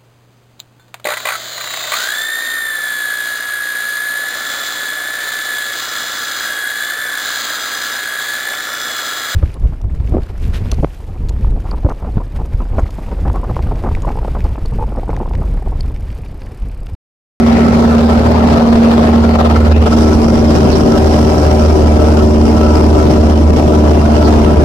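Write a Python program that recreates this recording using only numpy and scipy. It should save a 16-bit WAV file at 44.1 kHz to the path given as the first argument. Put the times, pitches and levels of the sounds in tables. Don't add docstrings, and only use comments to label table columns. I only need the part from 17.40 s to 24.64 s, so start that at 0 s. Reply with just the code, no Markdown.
import sys
import numpy as np
from scipy import signal
from scipy.io import wavfile
from scipy.ndimage import uniform_filter1d, minimum_filter1d

SR = 44100
rng = np.random.default_rng(int(sys.argv[2]) if len(sys.argv) > 2 else 0)


def to_wav(s):
    ch = np.atleast_2d(s).T
    pcm = np.round(np.clip(ch, -1, 1) * 32767)
    wavfile.write(sys.argv[1], SR, pcm.astype(np.int16))


N = 319284

# t/s, f/Hz
FIRING_RATE = [(0, 77.35), (1, 77.3), (2, 76.7), (3, 76.3), (4, 75.95), (5, 75.8), (6, 75.55), (7.24, 75.1)]
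# f/Hz, left-right correlation/1
COHERENCE = [(30, 0.84), (70, 0.8), (170, 0.95), (270, 0.94), (450, 0.7), (740, 0.29), (1200, -0.22),
             (2000, -0.019), (15000, -0.012)]
# t/s, level/dB
RUMBLE_SWING = [(0.0, 1.0), (0.2, 1), (0.68, -4.5), (1.04, 1), (1.44, -3), (2.8, -3.5), (2.92, -1),
                (3.48, 0), (3.76, -4.5), (5.16, 0), (5.32, -6), (5.48, -0.5), (6.04, -1.5), (6.32, -1),
                (6.72, -0.5), (6.88, 1), (7.08, -0.5), (7.24, 1)]


def boom(firings, window, second_db=-27, rumble_follow=2.2, fourth_db=(-45, -16.5)):
    # t/s, level/dB
    fundamental = [(0.0, -14.5), (0.92, -13), (1.24, -16.5), (1.36, -16), (2.4, -5.5), (2.52, -11),
                   (3.44, -12), (3.52, -21), (3.64, -9.5), (3.96, -16.5), (4.08, -8.5), (5.92, -9),
                   (6.08, -1.5), (6.2, -12), (6.72, -6), (6.92, -10), (7.12, -8.5), (7.24, -10.5)]
    # t/s, level/dB
    third = [(0.0, -7), (1.12, -12), (1.2, -8.5), (1.76, -9.5), (2.28, -14), (2.6, -11.5), (3.84, -14),
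             (4.08, -29), (4.2, -9), (4.36, -30), (4.44, -13), (4.64, -20), (4.88, -9), (5.6, -17),
             (5.84, -11.5), (6.04, -16.5), (7.0, -10.5), (7.24, -22)]
    flutter_db, wander_db = 1.5, 1.25
    levels_db = [in_time(fundamental)[0],
                 second_db + rumble_follow * in_time(RUMBLE_SWING)[0] + wander_db * drift(2.5),
                 in_time(third)[0],
                 np.interp(window, [0, 1], fourth_db) + wander_db * drift(2.2)]
    out = 0
    for k, level_db in enumerate(levels_db, 1):
        gain = from_db(level_db + flutter_db * drift(10.0))
        out = out + gain * np.sin(2 * np.pi * (k * firings + rng.random()))
    return np.sqrt(2) * out


def lope(firings, flutter_db=3.0, scatter_rad=0.38, count=58):
    # f/Hz, level/dB
    spectrum = [(19, -29), (38, -34), (57, -24.5), (95, -26.5), (135, -24.5), (170, -36.5), (210, -24.5),
                (250, -27), (290, -28.5), (360, -31), (400, -25.5), (480, -34.5), (570, -31), (800, -39),
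                (900, -37.5), (1100, -49.5)]
    out = 0
    for k in range(1, count):
        if k % 4:
            hz = k * FIRING_RATE[0][1] / 4
            phase = 2 * np.pi * (k * firings / 4 + rng.random())
            gain = from_db(at_hz(spectrum, hz)[0] + flutter_db * drift(0.97))
            out = out + gain * np.sin(phase + scatter_rad * drift(7.6))
    return out


def exhaust_rasp(firings, flutter_db=2.46, scatter_rad=0.32):
    # order/1, left level/dB, right level/dB, trend/(dB/s)
    harmonics = [(5, -15, -24, -0.18), (6, -23, -29, 0.5), (7, -26, -30.5, -1), (8, -21, -23.5, 1),
                 (9, -35, -34.5, 3.5), (10, -26.5, -26.5, -1.4), (11, -35, -39, 0.5), (13, -28, -49, 1)]
    # t/s, gain/dB
    exposure = [(0, -1), (1.2, -10.5), (2.0, -8), (2.35, -30), (2.7, -1.5), (4, 0), (5.5, -0.5), (7.24, 0)]
    out, from_middle_s = 0, (np.arange(N) - N / 2) / SR
    for k, left_db, right_db, trend in harmonics:
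        coherence = at_hz(COHERENCE, k * FIRING_RATE[0][1])
        phase_gap = np.arccos(coherence) * rng.choice([-1, 1])
        phase = 2 * np.pi * (k * firings + rng.random()) + scatter_rad * drift(19.0)
        gain = from_db([[left_db], [right_db]]) * from_db(trend * from_middle_s + flutter_db * drift(6))
        out = out + gain * np.sin(phase + phase_gap * [[.5], [-.5]])
    return np.sqrt(2) * from_db(in_time(exposure)[0]) * out


def slipstream(flow_db, throb_db, window, patchy_db=2.13, count=30):
    # f/Hz, left and right spectrum level/dB in 1 Hz
    first_spectrum = [(32, -58, -54), (55, -61, -62), (100, -40.5, -50), (200, -40, -34), (314, -50, -43),
                      (424, -38.5, -42.5), (730, -45.5, -48), (1040, -49, -58.5), (1290, -52, -57),
                      (1960, -65.5, -61.5), (3380, -69.5, -67), (4400, -66, -68.5), (5130, -75.5, -66.5),
                      (7450, -77.5, -82.5), (15500, -89, -94)]
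    # f/Hz, left and right spectrum level/dB in 1 Hz
    second_spectrum = [(32, -67, -51), (55, -37, -28.5), (100, -38.5, -40), (243, -33, -35),
                       (494, -42, -52.5), (610, -43, -43), (860, -48, -56.5), (1164, -52, -56),
                       (2020, -67, -64.5), (2970, -71, -63.5), (3480, -69.5, -69.5), (5320, -76, -65.5),
                       (8250, -76, -80), (11000, -81.5, -84.5), (15500, -88.5, -96)]
    register_hz, throb_depth = [280, 600, 2200, 7000], [0.39, 0.7, 0.64, 0.48]
    edges = np.r_[np.geomspace(25, 400, 7)[:-1], np.geomspace(400, 17000, count)]
    white, out = rng.standard_normal((2, 2, N)), 0
    for k, (low, high) in enumerate(zip(edges, edges[1:])):
        hz = np.sqrt(low * high)
        mid, side = noise_band(white[k % 2], low, high)
        coherence = at_hz(COHERENCE, hz)
        band = np.sqrt(1 + coherence) * mid + np.sqrt(1 - coherence) * side * [[1], [-1]]
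        first, second = from_db(at_hz(first_spectrum, hz)), from_db(at_hz(second_spectrum, hz))
        density = (1 - window) * first + window * second
        shares = np.array([np.interp(np.log(hz), np.log(register_hz), row) for row in np.eye(4)])
        swell_db = shares @ flow_db + shares @ throb_depth * throb_db
        flicker_db = patchy_db * (1 - .5 * shares[-1]) * drift(11.5)
        out = out + density * np.sqrt(high - low) * from_db(swell_db + flicker_db) * band
    return out


def flow_levels(leak_db, eddy_db=1.24):
    # t/s, level/dB
    airflow = [(0.0, 0), (0.72, 2), (0.8, -4.5), (0.92, 2.5), (1.68, 3), (1.76, -1.5), (2.04, 3),
               (2.36, -3.5), (2.64, 0), (3.0, -1.5), (3.08, 2.5), (3.88, 0), (4.64, -1), (4.76, 4.5),
               (4.88, -1), (5.56, 0), (5.84, 0.5), (7.24, 3)]
    flow_db = in_time(airflow)[0] + eddy_db * drift(0.9)
    rumble_db = in_time(RUMBLE_SWING)[0] - 0.5
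    roar_db = 0.97 * flow_db - 1.0
    rush_db = 0.72 * flow_db
    hiss_db = 0.55 * flow_db + 0.26 * (leak_db - leak_db.mean())
    return np.array([rumble_db, roar_db, rush_db, hiss_db])


def buffeting(firings, crank_rad=1.75, blade_db=0.57, double_db=4.0, gust_db=3.0):
    # t/s, signed depth/dB
    cycle_depth = [(0, -0.4), (1.7, 0.3), (2.22, 7.5), (2.4, 11), (2.55, 3.5), (7.24, -4.5)]
    phase = 2 * np.pi * firings
    cycle_db = in_time(cycle_depth)[0] * np.cos(phase / 4 + crank_rad)
    wake_db = blade_db * np.cos(phase) + double_db * np.cos(2 * phase)
    return cycle_db + wake_db + gust_db * drift(78) + slaps()


def slaps(lull_db=6.0, decay_s=0.0097):
    # t/s, lift/dB
    hits = [(0.318, 0), (0.833, 6), (1.071, 7), (1.327, 5.5), (1.569, -3), (1.817, 2), (1.985, 9),
            (2.248, 21), (2.458, 13), (3.04, 8), (3.303, 14), (5.894, -1), (6.161, 13), (6.349, 2),
            (6.692, 9), (6.904, 5)]
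    out, reach = np.zeros(N), int(.1 * SR)
    age = np.arange(-reach, reach) / SR
    fade = np.exp(-np.abs(age) / decay_s)
    for s, lift_db in hits:
        at = round(s * SR)
        out[at - reach:at + reach] += fade * np.where(age < 0, -lull_db, lift_db)
    return uniform_filter1d(out, size=60)


def seal_hiss(leak_db, window, flutter_db=2.0, left_db=-17, right_db=2.0, distance_db=-9):
    # f/Hz, bandwidth/Hz, relative level/dB
    resonances = [(4960, 760, -5), (5070, 310, -4.5), (5550, 270, -1), (6030, 780, -10)]
    hiss = 0
    for hz, width, level_db in resonances:
        gain = from_db(level_db + flutter_db * drift(24))
        hiss = hiss + gain * noise_band(rng.standard_normal((2, N)), hz - width / 2, hz + width / 2)
    return from_db([[left_db], [right_db]]) * from_db(leak_db + distance_db * (2 - window)) * hiss


def cabin_reflections(air, echo_gain=.16, sway_s=.0002, count=3):
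    treble = signal.sosfilt(signal.butter(2, 900, "high", fs=SR, output="sos"), air)
    n, out = np.arange(N), air.copy()
    for channel in range(2):
        for lag_s in rng.uniform(.002, .007, count):
            delay = SR * (lag_s + sway_s * drift(0.65))
            out[channel] += echo_gain * np.interp(n - delay, n, treble[channel])
    return out


def whistles():
    # t/s, duration/s, f/Hz, bandwidth/Hz, left level/dB, right level/dB
    gusts = [(0.146, 0.39, 2060, 700, -22.5, -50), (1.1, .2, 2360, 810, -51, -33),
             (1.18, 0.29, 670, 260, -18, -23), (1.63, .05, 4860, 200, -35, -55),
             (2.353, 0.09, 2630, 400, -27, -50), (2.462, 0.11, 2670, 800, -33, -50),
             (3.094, 0.034, 5120, 200, -55, -28), (3.334, .05, 4300, 800, -46, -24),
             (6.855, 0.034, 4570, 900, -50, -25)]
    white, out = rng.standard_normal((2, N)), 0
    for s, length_s, hz, width, left_db, right_db in gusts:
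        band = noise_band(white, hz - width / 2, hz + width / 2)
        out = out + from_db([[left_db], [right_db]]) * swell(s, length_s) * band
    return out


def whine(throb_db, hz=1322, waver_hz=9, skirt_hz=130, idle_db=-33.5, flicker_db=4):
    # t/s, duration/s, level/dB
    flares = [(0.036, 0.29, -23.5), (0.27, 0.097, -15.5), (0.508, 0.065, -18.5), (0.73, 0.057, -18.5),
              (1.013, 0.073, -22), (1.15, 0.048, -23), (1.995, 0.12, -26), (2.167, 0.043, -24),
              (2.475, .07, -26), (3.53, .07, -20.5), (4.812, 0.031, -16), (5.258, 0.23, -20.5),
              (5.597, .09, -20), (6.85, 0.094, -22), (7.087, 0.059, -17)]
    # t/s, left minus right level/dB
    balance = [(0, -23), (0.75, -17), (1.0, 14), (2.0, 16), (2.2, -2), (6.1, 6), (7.0, -6)]
    level = from_db(idle_db + flicker_db * drift(8.2))
    for s, length_s, flare_db in flares:
        level = np.maximum(level, from_db(flare_db) * swell(s, length_s))
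    pan = from_db(in_time(balance)[0] * [[.5], [-.5]])
    pan = pan / np.sqrt(np.mean(pan ** 2, axis=0))
    pitch = hz + waver_hz * np.array([drift(18.4), drift(19.2)])
    tone = np.sqrt(2) * np.sin(2 * np.pi * np.cumsum(pitch, axis=1) / SR)
    skirt = noise_band(rng.standard_normal((2, N)), hz - skirt_hz / 2, hz + skirt_hz / 2)
    return pan * level * from_db(throb_db) * (from_db(-3.5) * tone + from_db(-8.0) * skirt)


def tick(s=.911, level_db=-31, decay_s=0.0026):
    age = np.arange(N) / SR - s
    envelope = (age > 0) * np.exp(-np.minimum(np.abs(age) / decay_s, 50))
    return from_db(level_db) * envelope * noise_band(rng.standard_normal((2, N)), 8000, 15000)


def from_db(db):
    return np.exp(np.asarray(db) * (np.log(10) / 20))


def rms_one(x):
    return x / np.sqrt(np.mean(x ** 2) + 1e-20)


def in_time(rows):
    s, *columns = np.transpose(rows)
    return [np.interp(np.arange(N) / SR, s, c) for c in columns]


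def at_hz(rows, hz):
    points, *columns = np.transpose(rows)
    return np.array([[np.interp(np.log(hz), np.log(points), c)] for c in columns])


def drift(corner_hz, step=40):
    pole = np.exp(-2 * np.pi * corner_hz * step / SR)
    white = rng.standard_normal(N // step + 2002)
    slow = signal.lfilter([1], [1, -2 * pole, pole * pole], white)[2000:]
    return np.interp(np.arange(N) / step, np.arange(len(slow)), rms_one(slow))


def noise_band(white, low, high):
    bandpass = signal.butter(2, [low, min(high, .45 * SR)], "band", fs=SR, output="sos")
    return rms_one(signal.sosfilt(bandpass, white))


def swell(s, length_s):
    return np.exp(-np.minimum((2 * (np.arange(N) / SR - s) / length_s) ** 2, 50))


def scene():
    # t/s, position/1 (0 = first window, 1 = second)
    microphone_path = [(0, 0.15), (.9, 0.11), (2.38, 0.097), (2.55, 1), (2.9, 0.84), (7.24, 1)]
    # t/s, relative level/dB
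    seal_leak = [(0.0, -23.5), (1.0, -39.5), (1.08, -35), (2.4, -35.5), (2.48, -31), (2.6, -25.5),
                 (3.0, -29), (3.2, -26), (4.36, -27.5), (4.64, -35), (4.72, -27), (6.76, -34), (6.84, -33),
                 (7.24, -35.5)]
    firings = np.cumsum(in_time(FIRING_RATE)[0] + .1 * drift(2.9)) / SR
    window = in_time(microphone_path)[0]
    leak_db = in_time(seal_leak)[0]
    throb_db = buffeting(firings)
    engine = from_db([[.1], [1.6]]) * boom(firings, window) + lope(firings)
    exhaust = exhaust_rasp(firings)
    wash = from_db(-1.39) * slipstream(flow_levels(leak_db), throb_db, window)
    air = wash + seal_hiss(leak_db + throb_db, window)
    return engine + exhaust + cabin_reflections(air) + whistles() + whine(0.79 * throb_db) + tick()


def record(dry, ceiling=1.0, release_db_per_s=340, hold_s=0.001, cutoff_hz=15700):
    over_db = 20 * np.log10(np.maximum(np.abs(dry).max(axis=0) / ceiling, 1))
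    fall_db = release_db_per_s * np.arange(N) / SR
    cut_db = np.maximum.accumulate(over_db + fall_db) - fall_db
    span = int(hold_s * SR)
    gain_db = uniform_filter1d(minimum_filter1d(-cut_db, span), span)
    lowpass = signal.ellip(12, .1, 90, cutoff_hz, fs=SR, output="sos")
    return signal.sosfilt(lowpass, dry * from_db(gain_db))


dry = scene()
out = record(dry)
to_wav(out)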